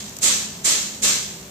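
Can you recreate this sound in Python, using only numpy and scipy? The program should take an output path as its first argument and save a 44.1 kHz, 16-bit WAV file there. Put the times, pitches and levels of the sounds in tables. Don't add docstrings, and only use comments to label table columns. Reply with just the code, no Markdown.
import sys
import numpy as np
from scipy import signal
from scipy.fft import rfft, irfft
from scipy.io import wavfile
from scipy.ndimage import uniform_filter1d

SR = 44100
rng = np.random.default_rng(int(sys.argv[2]) if len(sys.argv) > 2 else 0)


def wrap_up_sound(samples):
    columns = np.atleast_2d(samples).T
    tamed = np.clip(columns, -1, 1)
    steps = np.round(tamed * 32767).astype(np.int16)
    wavfile.write(sys.argv[1], SR, steps)


N = 66150

# (frequency [Hz], relative level [dB])
HISS_COLOUR = [(1000, -64), (8000, -16), (11000, 3), (12100, -21), (13000, 8), (14500, 8), (15500, -23)]
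# (frequency [Hz], relative level [dB])
RUMBLE_COLOUR = [(20, -31), (40, -11), (65, 1.5), (110, -1), (180, 6), (260, -2.5), (400, -5), (700, -7.5),
                 (1300, -13.5), (4000, -19.5), (15000, -26)]
# (time [s], level [dB], pitch [Hz])
MAIN_HUM = [(0.0, -55, 210), (0.039, -36, 207.2), (0.15, -66, 212.6), (0.29, -44.5, 211.1),
            (0.47, -42, 210.8), (0.55, -48.5, 210.7), (0.7, -46, 210.1), (0.78, -49, 211.2),
            (0.84, -44, 206), (1.0, -50.5, 212.4), (1.08, -37.5, 200.2), (1.18, -50, 210.9),
            (1.33, -46.5, 201), (1.5, -54, 197.5)]
# (pitch [Hz], level [dB])
WEAK_HUMS = [(99.6, -56.5), (151, -53.5), (252, -53), (388, -56.5)]
# (time [s], level [dB], left minus right [dB])
STRAY_TICKS = [(0.095, -33.5, 5), (0.133, -36, 7), (0.167, -27, 6.5), (0.187, -25.5, 5), (0.944, -41, 6)]
# (frequency [Hz], relative level [dB])
TICK_COLOUR = [(500, -22), (4000, -9), (6000, 4), (7500, 7), (9500, -9), (12000, -3), (14000, 0),
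               (15500, -11)]
# (pitch [Hz], relative level [dB], time to fade by 60 dB [s])
DRUM_TONES = [(460, -7.5, 0.9), (585, -3, 0.28), (1370, -4.5, 0.16), (1488, -3, 0.29), (2327, -7, 0.09),
              (2776, 1.5, 0.16), (3350, -5, 0.15), (4170, -7.5, 0.21), (4150, 0.5, .25), (4490, 2.5, 0.1),
              (5170, 4, 0.17), (5720, -4, 0.22), (6120, 0, .2), (7110, 7, 0.87), (7580, 9, 0.11),
              (7900, 4, 0.19)]
# (frequency [Hz], relative level [dB])
STEEL_COLOUR = [(200, -17.5), (600, -10.5), (1000, -17.5), (3000, -10.5), (5800, 0), (7500, 8.5),
                (8600, 1.5), (10000, -4), (12000, -11.5), (15000, -19)]
# (frequency [Hz], relative level [dB])
HEAP_COLOUR = [(100, -24), (250, -9.5), (550, -14.5), (900, -15), (1500, -10), (2700, -6.5), (3600, -4.5),
               (4300, -3.5), (5000, -5), (6200, 0), (7600, -1.5), (8500, -7.5), (9600, -17), (12000, -20),
               (13800, -18), (15500, -43)]
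# (frequency [Hz], left minus right [dB])
HEAP_SIDES = [(200, -3), (600, -6.5), (1500, 2), (4000, -0.5), (6200, 4.5), (7400, -6), (9000, -1),
              (11500, 3), (13500, 13.5), (15000, -8)]
# (start [s], level [dB], landing's rise time [s], hold time [s],
# settling speed [dB/s], landing level relative to the surge [dB])
BEAN_SURGES = [(-0.17, -25.5, 0.048, 0.054, 99, -6), (0.21, -17.5, 0.03, 0.037, 87.5, 1),
               (0.638, -18, 0.016, 0.059, 89, 1.5), (1.017, -17, .017, 0.046, 92, -1)]

HISS_DB, RUMBLE_DB = -58, -42.5
HUM_WAVER_DB, HUM_DRIFT = 2, 0.01197
WASH_DB, DRUM_TONES_DB = -3, -12
WASH_FADE_S, TREBLE_FADE_S, TREBLE_HZ = 0.34, 0.15, 8340
TICK_DECAY_S, CHATTER_DECAY_S, LANDING_DECAY_S = 0.0024, 0.0015, 0.064
REST_HITS_PER_S, EXTRA_HITS_PER_S, HIT_SPREAD_DB = 1000, 5000, 1
TRICKLE_DB = -46.5
HEAP_GATHER_S = 0.008


def gain(db):
    return 10 ** (np.asarray(db) / 20)


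def unit_power(x):
    return x / np.sqrt(np.mean(x ** 2))


def pan(db):
    return gain(np.array([[1], [-1]]) * db / 2)


def curve(points, size):
    hz, value = np.array(points, float).T
    return np.interp(np.log(np.fft.rfftfreq(size, 1 / SR) + 1), np.log(hz), value)


def colour(x, points, sides=None):
    size = 2 * N
    gains = unit_power(gain(curve(points, size)))
    cepstrum = irfft(np.log(gains))
    cepstrum[1:N] *= 2
    cepstrum[N + 1:] = 0
    response = np.exp(rfft(cepstrum)) * (pan(curve(sides, size)) if sides else 1)
    return irfft(rfft(x, size) * response)[..., :N]


def ring(x, response):
    response = response / np.sqrt(np.sum(response ** 2, axis=-1, keepdims=True))
    return signal.fftconvolve(x, response, axes=-1)[:, :N]


def wander(steps_per_s):
    span = int(SR / steps_per_s)
    steps = rng.standard_normal(200)[np.arange(N) // span]
    return 1.3 * uniform_filter1d(uniform_filter1d(steps, span), span)


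def tone(hz, db):
    return np.sqrt(2) * gain(db) * np.sin(2 * np.pi * np.cumsum(hz) / SR)


def hiss():
    return gain(HISS_DB) * pan(16.5) * colour(rng.standard_normal((2, N)), HISS_COLOUR)


def motor(t):
    times, level_db, pitch_hz = np.array(MAIN_HUM).T
    hum = tone(np.interp(t, times, pitch_hz), np.interp(t, times, level_db))
    for hz, db in WEAK_HUMS:
        hum += tone(hz * (1 + HUM_DRIFT * wander(11)), db + HUM_WAVER_DB * wander(8.9))
    middle, side = colour(rng.standard_normal((2, N)), RUMBLE_COLOUR)
    side = signal.sosfilt(signal.butter(1, 970, "high", fs=SR, output="sos"), side)
    rumble = gain(RUMBLE_DB) * np.array([middle + side, middle - side])
    return (hum + rumble) * pan(-0.8)


def stray_beans(t):
    ticks = 0
    for start, db, side_db in STRAY_TICKS:
        fade = (t >= start) * np.exp(-np.abs(t - start) / TICK_DECAY_S)
        ticks = ticks + gain(db) * pan(side_db) * fade * rng.standard_normal((2, N))
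    return colour(ticks, TICK_COLOUR)


def drum_wash(t, hits):
    noise = rng.standard_normal((2, N))
    low = signal.sosfiltfilt(signal.butter(4, TREBLE_HZ, fs=SR, output="sos"), noise)
    treble = noise - low
    response = low * gain(-60 * t / WASH_FADE_S) + treble * gain(-60 * t / TREBLE_FADE_S)
    return (hits + gain(WASH_DB) * ring(hits, response)) / np.hypot(1, gain(WASH_DB))


def drum_tones(t, hits):
    response = 0
    for hz, db, fade_s in DRUM_TONES:
        fade = gain(db - 60 * t / fade_s) / np.sqrt(fade_s)
        response = response + fade * np.sin(2 * np.pi * hz * t)
    return gain(DRUM_TONES_DB) * ring(hits, response[None])


def narrow_bass(x, below_hz=690, width=0.35):
    middle, side = (x[0] + x[1]) / 2, (x[0] - x[1]) / 2
    low = signal.sosfiltfilt(signal.butter(2, below_hz, fs=SR, output="sos"), side)
    side = side - (1 - width) * low
    return np.array([middle + side, middle - side])


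def bean_impacts(t, flow):
    chance = (REST_HITS_PER_S + EXTRA_HITS_PER_S * flow / flow.max()) / SR
    sizes = unit_power(gain(HIT_SPREAD_DB * np.clip(rng.standard_normal(N), -2, 2)))
    hits = (rng.random(N) < chance) * sizes * rng.choice([-1, 1], N)
    hits *= flow / np.sqrt(chance)
    delays = rng.integers(0, SR // 2000, (2, N))
    clicks = np.array([np.bincount(np.arange(N) + delay, hits)[:N] for delay in delays])
    tail = np.exp(-t / CHATTER_DECAY_S)
    tail_power = np.abs(signal.fftconvolve(hits ** 2, tail / tail.sum())[:N])
    chatter = np.sqrt(tail_power) * rng.standard_normal((2, N))
    return (clicks + chatter) / np.sqrt(2)


def sliding_beans(t):
    heap_power, landing_flow = gain(TRICKLE_DB) ** 2, 0
    for start, db, rise, hold, settle_db_per_s, landing_db in BEAN_SURGES:
        age = t - start
        heap_rise = rise + HEAP_GATHER_S
        settling = gain(-settle_db_per_s * np.maximum(age - heap_rise - hold, 0))
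        heap_power = heap_power + (gain(db) * np.clip(age / heap_rise, 0, 1) * settling) ** 2
        landing_fade = np.exp(-np.maximum(age - rise, 0) / LANDING_DECAY_S)
        landing_flow = landing_flow + gain(db + landing_db) * np.clip(age / rise, 0, 1) * landing_fade
    heap_hits = bean_impacts(t, np.sqrt(heap_power))
    heap = colour(heap_hits, HEAP_COLOUR, HEAP_SIDES)
    landing = colour(bean_impacts(t, landing_flow), STEEL_COLOUR) * pan(-6)
    return narrow_bass(drum_wash(t, heap + landing) + drum_tones(t, heap_hits))


def scene():
    t = np.arange(N) / SR
    return sliding_beans(t) + stray_beans(t) + motor(t) + hiss()


def record(dry):
    return signal.sosfilt(signal.ellip(8, 0.2, 80, 15000, fs=SR, output="sos"), dry)


dry = scene()
out = record(dry)
wrap_up_sound(out)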